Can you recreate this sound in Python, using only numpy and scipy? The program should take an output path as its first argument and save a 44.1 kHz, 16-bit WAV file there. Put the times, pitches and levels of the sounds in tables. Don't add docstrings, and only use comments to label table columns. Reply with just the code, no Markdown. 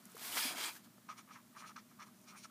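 import sys
import numpy as np
from scipy import signal
from scipy.fft import rfft, irfft
from scipy.io import wavfile
from scipy.ndimage import uniform_filter1d

SR = 44100
rng = np.random.default_rng(int(sys.argv[2]) if len(sys.argv) > 2 else 0)


def materialize(psi):
    bounded = np.clip(np.atleast_2d(psi).T, -1, 1)
    quanta = np.round(bounded * 32767).astype(np.int16)
    wavfile.write(sys.argv[1], SR, quanta)


def natural_amplitude(level_db):
    exponent = np.asarray(level_db, float) / 20
    return 10 ** exponent


N = 110250
T = np.arange(N) / SR


def unit(x):
    return x / np.sqrt(np.mean(x ** 2))


def colour(x, points):
    hz, db = np.array(points).T
    f = np.arange(N // 2 + 1) * SR / N + 1
    curve_db = np.interp(np.log(f), np.log(hz), db, left=-90)
    return unit(irfft(rfft(x) * natural_amplitude(curve_db), N))


def ring(x, hz, width):
    return signal.lfilter(*signal.iirpeak(min(hz, 0.45 * SR), hz / width, SR), x)


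def steep_ring(x, hz, width):
    return unit(ring(ring(x, hz, width), hz, 2 * width))


def walk(rate):
    k = int(SR / rate)
    steps = np.repeat(rng.standard_normal(N // k + 1), k)
    return unit(uniform_filter1d(steps, k)[:N])


def body(x, modes, wander_db=2.5):
    return unit(sum(natural_amplitude(db + wander_db * walk(25.4)) * steep_ring(x, hz, width) for hz, width, db in modes))


def grains(rate, scatter_db):
    size = natural_amplitude(scatter_db * rng.exponential(size=N)) * rng.standard_normal(N)
    return unit(size * (rng.random(N) < rate / SR))


def fibres():
    return grains(20000, -0.13)


def swell(at, rise, fall):
    return np.exp(-0.5 * ((T - at) / np.where(T < at, rise, fall)) ** 2)


def knocks(rows):
    out = np.zeros(N + 2048)
    t = T[:2048]
    for at, db, hz, t60 in rows:
        attack = np.minimum(t * hz / 1.42, 1)
        fade = attack * np.exp(-np.log(1000) * t / t60) * (1 - (t / t[-1]) ** 4)
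        noise = ring(rng.standard_normal(2048), hz, 0.5 * hz)
        burst = fade * (np.sin(2 * np.pi * hz * t) + (hz / 4000) ** 2 * noise)
        start = int(at * SR)
        out[start:start + 2048] += natural_amplitude(db) * burst / np.abs(burst).max()
    return out[:N]


# f/Hz, level/dB
MAINS_TONES = [(120, -78), (239.5, -72.5), (359.5, -83)]
# f/Hz, width/Hz, level/dB
FAN_BANDS = [(117.7, 32, -81), (153.5, 14, -83), (176.6, 20, -84), (201, 22.6, -70.5), (240, 37, -75),
             (292, 16, -84.5), (621, 42, -82.5)]


def fan():
    tones = sum(natural_amplitude(db + 2) * np.sin(2 * np.pi * (hz * T + rng.random())) for hz, db in MAINS_TONES)
    bands = 0
    for hz, width, db in FAN_BANDS:
        noise = rng.standard_normal(N)
        bands = bands + natural_amplitude(db) * unit(ring(ring(noise, hz, width), hz, width))
    return tones + bands


# f/Hz, level/dB
HISS_COLOUR = [(15, -25), (45, -20), (90, -16), (220, -5), (500, -22.5), (1200, -20), (2500, -26.5),
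               (15500, -27)]


def hiss():
    return natural_amplitude(-65) * colour(rng.standard_normal(N), HISS_COLOUR)


# t/s, rub level/dB, sheet ring/dB, desk rumble/dB, brightness/dB
SHEET_PUSHES = [
    [(0.0, -68, -27, -7.5, 1), (0.148, -63, -30, -7.5, 0), (0.19, -52, -16, -13, -3.5),
     (0.235, -47.5, -10, -11, 0.5), (0.322, -45.5, -13.5, -12.5, 0.5), (0.378, -43, -4.5, -10, 8),
     (0.43, -44.5, 1.5, -11, 5), (0.48, -43, 0.5, -11, 1), (0.548, -49, -3, -2.5, -4.5)],
    [(0.58, -42.5, -6, -15, -3.5), (0.64, -41, -2, -10.5, -3.5), (0.69, -44.5, -5.5, -8, -4.5),
     (0.72, -58.5, -3, -12, 5.5), (0.77, -59, -23, -4.5, 4.5), (0.80, -70.5, -8, -4, 0),
     (0.83, -73, -13, -8, 0), (0.846, -66, -8, -9, 5), (0.875, -71, -10, 0, -5.5)],
]
# f/Hz, level/dB
RUB_COLOUR = [(180, -52), (300, -7), (684, -16), (921, -1), (1410, -2.5), (1840, -4), (13500, -7),
              (15400, -8.5)]
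# f/Hz, width/Hz, level/dB
SHEET_MODES = [(1690, 170, -5.5), (2340, 240, -0.5), (3330, 330, 0.5), (4140, 480, -2), (4860, 350, -2),
               (5800, 660, -7.5), (7150, 1200, -8), (9050, 1300, -5)]
# f/Hz, width/Hz, level/dB
DESK_MODES = [(275, 97, 0.5), (722, 120, 3), (900, 170, 4.5), (1280, 250, 4.5)]


def sheet():
    s, level, tight, low, bright = np.concatenate(SHEET_PUSHES).T

    def gain(db):
        patchy_db = 0.5 * walk(69.2)
        return natural_amplitude(np.interp(T, s, db, left=-99, right=-99) + patchy_db)

    broad = colour(fibres(), RUB_COLOUR)
    centres = 900 * 1.49 ** np.arange(7)
    broad = broad + sum((natural_amplitude(1.5 * walk(18.6)) - 1) * ring(broad, hz, 0.13 * hz) for hz in centres)
    dull = signal.lfilter(*signal.butter(1, 6000, fs=SR), broad)
    broad = dull + (broad - dull) * natural_amplitude(np.interp(T, s, bright))

    slack_s, slack_pitch, wander_db = 0.55, 0.98, 1.2
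    loose = np.clip((T - slack_s) / 0.02, 0, 1)
    slack_modes = [(hz * slack_pitch, width, db) for hz, width, db in SHEET_MODES]
    taut_ring = np.sqrt(1 - loose) * body(fibres(), SHEET_MODES, wander_db)
    slack_ring = np.sqrt(loose) * body(fibres(), slack_modes, wander_db)

    rumble = body(fibres(), DESK_MODES)
    return gain(level) * broad + gain(level + tight) * (taut_ring + slack_ring) + gain(level + low) * rumble


# t/s, peak level/dB, f/Hz, t60/s
PAPER_TICKS = [(0.045, -55, 9300, .003), (0.0529, -52, 9100, 0.0044), (0.0549, -41, 10300, 0.0033),
               (.098, -49.5, 12360, 0.004), (.1195, -44.5, 9300, 0.0048), (0.147, -48, 444, 0.024),
               (.149, -56, 4200, .01), (.155, -41.5, 12500, 0.0043), (0.1676, -42, 1200, 0.0042),
               (0.17, -46, 13000, .006), (.179, -42, 12100, 0.0057), (0.845, -68, 3000, 0.0091),
               (.981, -59, 579.5, 0.015), (0.981, -56.5, 1300, 0.008), (2.4509, -49, 1314, 0.041),
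               (1.762, -47, 1300, 0.009), (.058, -53, 201, 0.13), (0.441, -43, 1110, 0.016),
               (0.426, -37, 4940, .02), (0.364, -58.5, 305, 0.041), (0.449, -44, 260, 0.071),
               (0.554, -47.5, 240, 0.06), (1.091, -39.5, 1250, 0.018), (1.1005, -40, 1214, 0.018),
               (1.3564, -48, 1200, 0.014), (1.567, -46, 1200, 0.027), (2.029, -46.5, 5300, 0.006),
               (2.215, -52, 9000, .003), (2.242, -56, 7000, 0.0027)]


def ticks():
    return knocks(PAPER_TICKS)


# t/s, spread/s, f/Hz, width/Hz, level/dB
SINGING_CREASES = [(0.32, 0.0099, 4200, 700, -53), (0.33, 0.0081, 3000, 490, -50),
                   (0.37, .008, 4860, 900, -48), (0.39, 0.011, 4700, 980, -43.5),
                   (0.39, 0.0053, 1300, 400, -45), (0.43, .008, 6900, 1500, -46),
                   (0.41, 0.011, 9800, 2500, -43.5), (.41, 0.0082, 3280, 900, -44),
                   (.43, 0.0095, 5150, 900, -42.5), (.455, 0.018, 10900, 3000, -45),
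                   (0.59, 0.013, 740, 400, -52.5), (0.66, 0.016, 7700, 1400, -47.5),
                   (.625, .015, 3200, 340, -49), (.65, .01, 4700, 500, -48), (0.65, .02, 1300, 390, -53.5),
                   (0.47, 0.013, 3350, 280, -51), (0.516, 0.041, 250, 71, -61),
                   (0.473, .03, 2340, 230, -50.5), (2.443, 0.01, 5000, 2200, -60.5),
                   (1.764, 0.0026, 4000, 2700, -60), (.685, 0.022, 2370, 360, -51.5),
                   (0.764, 0.016, 1620, 390, -62.5), (.26, 0.04, 12200, 3300, -53.5)]


def creases():
    rub = fibres()
    return sum(natural_amplitude(db) * swell(at, spread, spread) * steep_ring(rub, hz, width)
               for at, spread, hz, width, db in SINGING_CREASES)


def buckle():
    start_s, length_s, level_db = 0.367, 0.023, -46
    from_hz, to_hz = 740, 5050
    crackle = grains(9000, 3.5)
    out = np.zeros(N)
    for share in np.linspace(0, 1, 9):
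        hz = from_hz + (to_hz - from_hz) * share ** 1.65
        passing = swell(start_s + share * length_s, 0.0025, 0.0052)
        out += passing * unit(ring(crackle, hz, 400 + 0.1 * hz))
    return natural_amplitude(level_db) * out


# loudest t/s, rise/s, fall/s, barrel level/dB
TIP_STROKES = [(1.092, 0.0036, 0.028, -50.5), (1.162, 0.0042, .006, -69), (1.188, .01, 0.016, -60.5),
               (1.289, 0.011, 0.0085, -63.5), (1.314, 0.0088, 0.0068, -55.5), (1.361, 0.012, 0.012, -53),
               (1.395, 0.0088, 0.011, -64), (1.529, 0.0025, 0.01, -73), (1.569, 0.014, 0.016, -55.5),
               (1.646, 0.02, 0.021, -56.5), (1.696, 0.0043, 0.014, -59.5), (1.764, 0.0041, 0.022, -54),
               (1.714, 0.0068, 0.0047, -61.5), (1.612, 0.0074, 0.0088, -62), (1.917, 0.0043, 0.01, -63.5),
               (2.0, 0.0057, 0.017, -54.5), (2.022, 0.009, 0.017, -57), (2.072, 0.0042, 0.014, -64),
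               (2.292, 0.021, 0.012, -65.5), (2.326, 0.013, 0.0092, -62), (2.356, .012, 0.016, -57.5),
               (2.454, 0.0045, 0.0048, -55)]
# f/Hz, width/Hz, level/dB
BARREL_MODES = [(646, 42, -12.5), (1043, 190, -5), (1230, 274, 8.5), (1580, 340, 1.5), (1920, 560, -6.5),
                (2320, 150, -20)]


def barrel():
    pressure = sum(swell(at, rise, fall) * natural_amplitude(db) for at, rise, fall, db in TIP_STROKES)
    slips = grains(6600, 1.5)
    return pressure * body(slips, BARREL_MODES, wander_db=2.0)


# loudest t/s, rise/s, fall/s, scratch level/dB, airy top/dB (relative to the scratch)
TIP_SWEEPS = [(1.098, 0.0071, 0.021, -56.5, -8), (1.185, 0.0083, 0.017, -57, -2),
              (1.328, 0.013, 0.018, -62.5, -4.5), (1.36, 0.016, 0.017, -70, -7),
              (1.572, 0.0079, .01, -70.5, -1), (1.602, 0.018, 0.015, -58, -2.5),
              (1.64, 0.013, .012, -73, -11), (1.682, 0.015, 0.018, -57.5, -4.5),
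              (1.764, 0.0013, 0.0049, -57, -19), (1.788, 0.012, 0.013, -61.5, -10),
              (1.902, 0.0068, .014, -73.5, -12), (2.005, 0.0066, 0.012, -62, -11),
              (2.026, 0.0057, 0.013, -59.5, -7), (2.071, 0.01, 0.012, -69, 0), (2.18, 0.017, .02, -92, 16),
              (2.235, 0.013, .01, -80, 9), (2.292, 0.013, 0.023, -58, -5.5), (2.38, 0.014, 0.018, -61, 2.5),
              (2.415, .012, 0.011, -67.5, -3), (2.443, 0.0092, 0.012, -56, -2)]
# f/Hz, width/Hz, level/dB
SCRATCH_MODES = [(1300, 390, -8), (2350, 330, -1), (2900, 260, -5.5), (3470, 500, -3), (4320, 620, -1),
                 (4950, 330, -5.5), (5570, 900, 1)]
# f/Hz, width/Hz, level/dB
AIR_MODES = [(6050, 780, 1), (6710, 1250, 4.5), (8730, 870, 4), (9440, 980, 1.5), (10570, 1100, -2),
             (12100, 1600, -5), (13900, 1800, -7)]


def scratch():
    sharp = sum(swell(at, rise, fall) * natural_amplitude(db) for at, rise, fall, db, _ in TIP_SWEEPS)
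    airy = sum(swell(at, rise, fall) * natural_amplitude(db + top) for at, rise, fall, db, top in TIP_SWEEPS)
    rub = fibres()
    scrape = sharp * body(rub, SCRATCH_MODES, wander_db=0.7) + airy * body(rub, AIR_MODES, wander_db=0.7)
    return scrape - 0.88 * ring(scrape, 7700, 1130)


# t/s, peak level/dB, f/Hz
TIP_JOLTS = [(1.126, -51, 1190), (1.181, -61, 1310), (1.211, -60, 1270), (1.3112, -52, 1230),
             (1.3865, -56, 1140), (1.5287, -60, 1220), (1.561, -52, 1200), (1.574, -51, 1240),
             (1.58, -60, 1520), (1.62, -54, 1230), (1.638, -55, 1220), (1.645, -48, 1215),
             (1.688, -60, 1230), (1.7663, -46, 1240), (1.766, -48, 1580), (1.777, -46, 1300),
             (1.9884, -55, 1180), (1.9951, -46.5, 1200), (2.003, -52, 1300), (2.0658, -58, 1140),
             (2.086, -55.5, 1183), (2.317, -57, 1250), (2.3516, -60, 1160), (2.445, -50, 1386),
             (2.497, -60, 1300)]


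def jolts():
    t60_s = 0.026
    return knocks([(at, db, hz, t60_s) for at, db, hz in TIP_JOLTS])


def room(near):
    level_db, t60_s = -17.5, 0.052
    t = T[:SR // 4]
    tail = rng.standard_normal(len(t)) * np.exp(-np.log(1000) * t / t60_s) * (t > 0.004)
    tail = tail / np.sqrt(np.sum(tail ** 2))
    return natural_amplitude(level_db) * signal.fftconvolve(near, tail)[:N]


def scene():
    near = sheet() + ticks() + creases() + buckle() + barrel() + scratch() + jolts()
    mono = near + room(near) + fan() + hiss()
    return np.array([mono, mono])


def band_limit(x):
    return signal.sosfilt(signal.butter(12, 15590, fs=SR, output="sos"), x)


def record(dry):
    low_cut = signal.butter(2, 112, "high", fs=SR, output="sos")
    top_edge = signal.ellip(10, 0.2, 70, 15300, fs=SR, output="sos")
    mix = signal.sosfilt(top_edge, signal.sosfilt(low_cut, dry))
    return band_limit(mix)


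dry = scene()
out = record(dry)
materialize(out)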